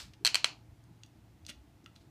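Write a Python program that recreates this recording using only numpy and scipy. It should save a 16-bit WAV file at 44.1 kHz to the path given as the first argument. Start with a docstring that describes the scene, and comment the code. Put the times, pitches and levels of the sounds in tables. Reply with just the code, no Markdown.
"""Sticky tape is pulled from a small plastic dispenser, close by in a carpeted room.
The roll sticks and slips in seven loud snaps: each time the glue cracks loose and the shell rings.
After a pause the tape rips across the cutter with a soft thump. Nails click, fingers tick and brush
on tape and paper, and dull thuds come and go over a low room rumble and a faint ventilation hum."""
import sys
import numpy as np
from scipy import signal
from scipy.fft import rfft, irfft
from scipy.io import wavfile

SR = 44100
rng = np.random.default_rng(int(sys.argv[2]) if len(sys.argv) > 2 else 0)


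def unload_audio(sound):
    """Save the sound as a 16-bit wav file, at the path given as the first command line argument."""
    columns = np.transpose(np.atleast_2d(sound))
    # keep every value between -1 and 1, then stretch to whole-number steps
    steps = np.round(np.clip(columns, -1, 1) * 32767)
    wavfile.write(sys.argv[1], SR, steps.astype(np.int16))


N = 92610
T = np.arange(N) / SR
HZ = np.maximum(np.fft.rfftfreq(N, 1 / SR), 1)


def from_db(db):
    """Turn decibels into a number to multiply by."""
    return 10 ** (np.asarray(db) / 20)


def rms_one(x):
    """Scale a sound to an average power of 1."""
    return x / np.sqrt(np.mean(x ** 2) + 1e-20)


def hit_one(x):
    """Scale a hit to the energy of three milliseconds at power 1."""
    return x / np.sqrt(np.sum(x ** 2) / (.003 * SR) + 1e-20)


def at_hz(points, hz):
    """Read between the rows of a table, with octaves evenly spaced."""
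    freqs, values = np.transpose(points)
    return np.interp(np.log(hz), np.log(freqs), values)


def colour(x, curve_db):
    """Turn each frequency up or down, with no sound ahead of a hit (a minimum-phase filter)."""
    cepstrum = irfft(np.log(from_db(curve_db)), N)
    cepstrum[1:N // 2] *= 2
    cepstrum[N // 2 + 1:] = 0
    response = irfft(np.exp(rfft(cepstrum)), N)[:N // 8]
    return signal.fftconvolve(x, response)[:N]


def hump(centre_hz, octaves, floor_db):
    """A curve in dB that favours the frequencies near a centre."""
    bell = np.exp(-.5 * (np.log2(HZ / centre_hz) / octaves) ** 2)
    return 20 * np.log10(bell + from_db(floor_db))


def envelope(start, rise, hold, fall):
    """Swell up to the start, hold, then fade; times in seconds."""
    before, after = np.maximum(start - T, 0), np.maximum(T - start - hold, 0)
    return np.exp(-np.minimum(before / rise + after / fall, 60))


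def burst(start, hold, fall):
    """A sudden, fading flurry of tiny cracks."""
    return rng.choice([-1, 1], N) * (T >= start) * envelope(start, 1, hold, fall)


def grains(per_s, spread_db):
    """Random clicks of uneven size."""
    sizes = from_db(spread_db * np.minimum(rng.exponential(1, N), 4))
    return sizes * rng.choice([-1, 1], N) * (rng.random(N) < per_s / SR)


def ringing(start, tones, scatter_db=1.7, detune=.011):
    """A struck part's own tones swell and die in milliseconds, a little differently each time."""
    age, ring = np.clip(T - start, 0, .03), 0
    for hz, db, peak_s in tones:
        louder, sharper = rng.standard_normal(2)
        wave = np.sin(2 * np.pi * hz * (1 + detune * sharper) * age)
        swell = age / peak_s * np.exp(-age / peak_s)
        ring = from_db(db + scatter_db * louder) * swell * wave - ring  # neighbours swing opposite ways
    return hit_one(ring)


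# How strong the room noise is from low to high: f/Hz, relative level/dB
RUMBLE_COLOUR = [(20, -24.5), (38, -20), (55, -7), (68, -6.5), (88, -2.5), (112, -3), (150, -6),
                 (210, -11.5), (300, -9), (420, -21), (550, -24.5), (720, -21), (1100, -27.5), (2000, -30),
                 (5000, -36), (10000, -41.5), (15000, -43.5)]
def rumble(level_db=-61.5):
    """Steady low room noise with a faint hiss."""
    spectrum = rfft(rng.standard_normal(N)) * from_db(at_hz(RUMBLE_COLOUR, HZ))
    return from_db(level_db) * rms_one(irfft(spectrum, N))


# The tones of the ventilation: f/Hz, level/dB
VENT_TONES = [(57, -71.5), (113, -65.5), (305, -74.5), (668, -83.5), (850, -84.5)]
def ventilation(width_hz=5):
    """The ventilation hums in narrow, wavering bands of noise."""
    out = 0
    for hz, db in VENT_TONES:
        band = rfft(rng.standard_normal(N)) / (1 + ((HZ - hz) / width_hz) ** 2)
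        out = out + from_db(db) * rms_one(irfft(band, N))
    return out


# How long the room takes to fade by 60 dB: f/Hz, t/s
ROOM_FADE = [(300, 0.52), (1500, 0.19), (3000, 0.23), (5000, .25), (9000, 0.16), (15000, 0.12)]
# How much sound the room gives back: f/Hz, relative level/dB
ROOM_COLOUR = [(200, -4.5), (800, -4.5), (2700, -7), (5000, -8), (9000, -11), (14000, -10)]
def room(x, delay_s=.0031, build_s=.0015, echo_s=.0152, echo_db=-17.5):
    """The nearest wall sends one echo; the rest blur into a tail whose high notes die sooner."""
    t, tail = T[:SR // 2], 0
    edges = np.geomspace(150, 18000, 12)
    build = 1 - np.exp(-np.maximum(t - delay_s, 0) / build_s)
    for low, high in zip(edges, edges[1:]):
        bandpass = signal.butter(2, [low, high], "band", fs=SR, output="sos")
        fade = from_db(-60 * t / at_hz(ROOM_FADE, np.sqrt(low * high)))
        band = signal.sosfilt(bandpass, rng.standard_normal(len(t))) * build * fade
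        tail = tail + band * np.sqrt(2 * (high - low) / SR / np.sum(band ** 2))
    delayed = np.interp(T - echo_s, T, x, left=0)
    echo = from_db(echo_db) * colour(delayed, hump(2900, octaves=.96, floor_db=-17))
    return colour(signal.fftconvolve(x, tail)[:N], at_hz(ROOM_COLOUR, HZ)) + echo


# Dull low thuds, one of them the thump of the tape tearing off: t/s, level/dB, centre f/Hz
THUDS = [(.03, -57, 61.5), (0.06, -57, 161), (0.224, -55.5, 323), (.70, -53, 101.5), (0.911, -57.5, 150),
         (.90, -61.5, 278), (1.341, -56, 116.3), (1.43, -55.5, 81), (1.492, -59.5, 234), (1.57, -59.5, 66),
         (1.84, -61.5, 312), (2.071, -56.5, 110.8)]
def low_thuds(cycles=3.2):
    """Each thud is a narrow band of low noise that lasts only a few swings."""
    out = 0
    for start, db, hz in THUDS:
        shape = envelope(start, rise=.01, hold=cycles / hz, fall=cycles / hz / 2)
        thud = shape * colour(rng.standard_normal(N), hump(hz, octaves=.25, floor_db=-63.5))
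        out = out + from_db(db) * rms_one(thud) * np.sqrt(np.mean(shape ** 2))
    return out


# An opening hiss like the fading room echo of a tape snap, then two finger brushes:
# t/s, level/dB, rise/s, fall/s
HISSES = [(.002, -44, 0.0075, 0.031), (1.958, -61.5, 0.0028, 0.012), (2.012, -70.5, 0.011, 0.026)]
# The tone of the hiss: f/Hz, relative level/dB
HISS_COLOUR = [(200, -11.5), (800, -10), (1400, -4.5), (2600, -2.5), (4300, 2), (6000, -4), (8000, -8),
               (11000, -18), (15000, -23)]
def short_hisses():
    """Countless tiny clicks blur into a hiss that swells and fades."""
    hiss = rms_one(colour(grains(per_s=12000, spread_db=2.5), at_hz(HISS_COLOUR, HZ)))
    swells = sum(from_db(db) * envelope(start, rise, 0, fall) for start, db, rise, fall in HISSES)
    return hiss * swells


# Light touches: t/s, level/dB, centre f/Hz, width/octaves, fall/s
FINGER_TICKS = [(0.1355, -54, 3200, 0.73, 0.0049), (0.839, -67, 6000, .6, 0.00075),
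                (1.062, -64.5, 4500, 0.94, 0.0009), (1.450, -57, 3830, 0.56, 0.0021),
                (1.482, -52, 3600, 0.6, 0.0042), (1.510, -49.5, 2500, 0.41, 0.0046),
                (1.843, -66, 5900, 0.29, 0.0013), (1.862, -55, 1304, 0.094, 0.0028)]
def finger_ticks(hold_s=.0017):
    """Fingers touch tape and paper; each tick has its own brightness and length."""
    out = 0
    for start, db, hz, width, fall in FINGER_TICKS:
        tick = colour(burst(start, hold_s, fall), hump(hz, width, floor_db=-32.5))
        out = out + from_db(db) * hit_one(tick)
    return out


# Hard taps on the cutter: t/s, level/dB, centre f/Hz, width/octaves
CUTTER_TAPS = [(1.0343, -48, 4230, 0.75), (1.4650, -43.5, 5800, 0.79), (1.4930, -42.5, 3830, 1),
               (1.5013, -45, 3120, 0.33), (1.8604, -47.5, 2530, 0.75), (1.9614, -53.5, 3880, 0.13)]
# The tones the cutter rings with: f/Hz, relative level/dB
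CUTTER_TONES = [(1330, 2), (2000, -3.5), (2780, 1.5), (3400, -1), (4150, -3.5), (4750, -3), (5820, -1),
                (6550, 0.5), (8100, -3)]
def cutter_clicks(peak_s=.00085, grit_db=-9):
    """Nails and tape ring the cutter with a little grit; each tap favours some of its tones."""
    out = 0
    for start, db, centre_hz, width in CUTTER_TAPS:
        ring = ringing(start, [(hz, tone_db, peak_s) for hz, tone_db in CUTTER_TONES])
        grit = from_db(grit_db) * hit_one(burst(start, hold=.0017, fall=peak_s))
        click = colour(ring + grit, hump(centre_hz, width, floor_db=-22))
        out = out + from_db(db) * hit_one(click)
    return out


# The tone of the rip: f/Hz, relative level/dB
TEAR_COLOUR = [(100, -7), (330, 5.5), (460, -11.5), (620, 1), (900, -17), (1500, -0.5), (3100, 2.5),
               (5000, -3), (10000, -8), (15000, -21.5)]
def tape_tear(start=1.493, level_db=-42):
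    """The tape parts on the cutter's teeth in a quick run of tiny breaks."""
    rip = rms_one(colour(grains(per_s=4000, spread_db=5.5), at_hz(TEAR_COLOUR, HZ)))
    return from_db(level_db) * rip * envelope(start, rise=.0052, hold=.0077, fall=.0054)


# The shell's longer-lasting tones: f/Hz, relative level/dB
AFTER_TONES = [(2217, -8), (3133, -8), (4103, -11.5), (4262, -10.5), (4380, -9.5), (4780, -6)]
def after_ring(start, fade_s=.21):
    """A thin ring stays in the shell after a snap, dropping 60 dB in the fade time."""
    age = np.maximum(T - start, 0)
    tones = sum(from_db(db) * np.sin(2 * np.pi * hz * age) for hz, db in AFTER_TONES)
    return from_db(-60 * age / fade_s) * tones


# Slips of the roll: t/s, level/dB, bass/dB, middle/dB, treble/dB, top/dB,
# crack compared with ring/dB, after-ring compared with snap/dB
ROLL_SLIPS = [(0.2488, -18.5, -2.5, -2, -1.5, 5, -8, -23), (0.2562, -19.5, -11, -2, -1, 2.5, -9, -16.5),
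              (0.2653, -20.5, -2.5, 3, 8, 5, -2.5, -25.5), (0.2741, -20, -7, 1, 1.5, -0.5, -7, -23),
              (0.3445, -19.5, -1, 0.5, 1.5, 2, -7.5, -29.5), (0.3542, -18.5, -0.5, 2, 2, 0, -5, -27),
              (0.4437, -16.5, 6, 3, 2, -1, -7.5, -30)]
# The tones the plastic shell rings with: f/Hz, relative level/dB, time to peak/s
SHELL_TONES = [(362, -27, .0007), (610, -19.5, 0.001), (1120, -13.5, .0007), (1600, -12, .0007),
               (2224, -9.5, 0.0008), (2524, -9.5, 0.00088), (3166, -6.5, 0.0012), (4240, 2.5, 0.00083),
               (4620, -16, 0.0012), (6100, -9.5, 0.00067), (7860, -10, 0.0006), (9720, -20.5, 0.0009),
               (11450, -22.5, .0007)]
# The tone of the glue letting go: f/Hz, relative level/dB
CRACK_COLOUR = [(100, -31), (300, -8), (700, -8.5), (1500, 2), (2800, 4.5), (5000, 1), (8000, -3),
                (11000, -14.5), (15000, -20)]
# The tone of a snap as it spreads in all directions: f/Hz, relative level/dB
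SPREAD_COLOUR = [(200, -18.5), (500, -17.5), (760, -7.5), (1750, -4.5), (2500, 3.5), (3100, 2.5),
                 (3600, -6.5), (4200, 4), (4900, -2.5), (7500, -8), (9700, -14), (15000, -27.5)]
def tape_snaps(ring_lag_s=.0002, spread_db=-3.5, tone_share=.6):
    """The glue cracks loose and the shell rings; gives the close sound and what enters the room."""
    direct, into_room = 0, 0
    # Four frequency ranges that each slip turns up or down.
    bass = 1 / (1 + (HZ / 1700) ** 4)
    middle = np.exp(-.5 * (np.log2(HZ / 2700) / .3) ** 2)
    top = 1 / (1 + (9000 / HZ) ** 8)
    treble = 1 / (1 + (5200 / HZ) ** 6) - top
    for start, db, bass_db, middle_db, treble_db, top_db, crack_db, after_db in ROLL_SLIPS:
        ring = ringing(start + ring_lag_s, SHELL_TONES)
        crack = hit_one(colour(burst(start, hold=.0008, fall=.0022), at_hz(CRACK_COLOUR, HZ)))
        tone = bass_db * bass + middle_db * middle + treble_db * treble + top_db * top
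        snap = hit_one(colour(ring + from_db(crack_db) * crack, tone))
        direct = direct + from_db(db) * (snap + from_db(after_db) * after_ring(start))
        # The room gets a plain click with part of this slip's tone.
        pulse = signal.unit_impulse(N, int(start * SR))
        spread = hit_one(colour(pulse, tone_share * tone + at_hz(SPREAD_COLOUR, HZ)))
        into_room = into_room + from_db(db + spread_db) * spread
    return direct, into_room


def scene():
    """Add everything up in one channel; the snaps, rip, ticks and clicks echo in the room."""
    snaps, snaps_into_room = tape_snaps()
    handling = tape_tear() + finger_ticks() + cutter_clicks()
    echoes = room(snaps_into_room + from_db(-3) * handling)
    return (snaps + handling + echoes + short_hisses() + low_thuds() + rumble() + ventilation())[None]


def record(dry, cutoff_hz=15300):
    """Cut off the very highest frequencies steeply."""
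    return signal.sosfilt(signal.ellip(10, .2, 70, cutoff_hz, fs=SR, output="sos"), dry)


dry = scene()
out = record(dry)
unload_audio(out)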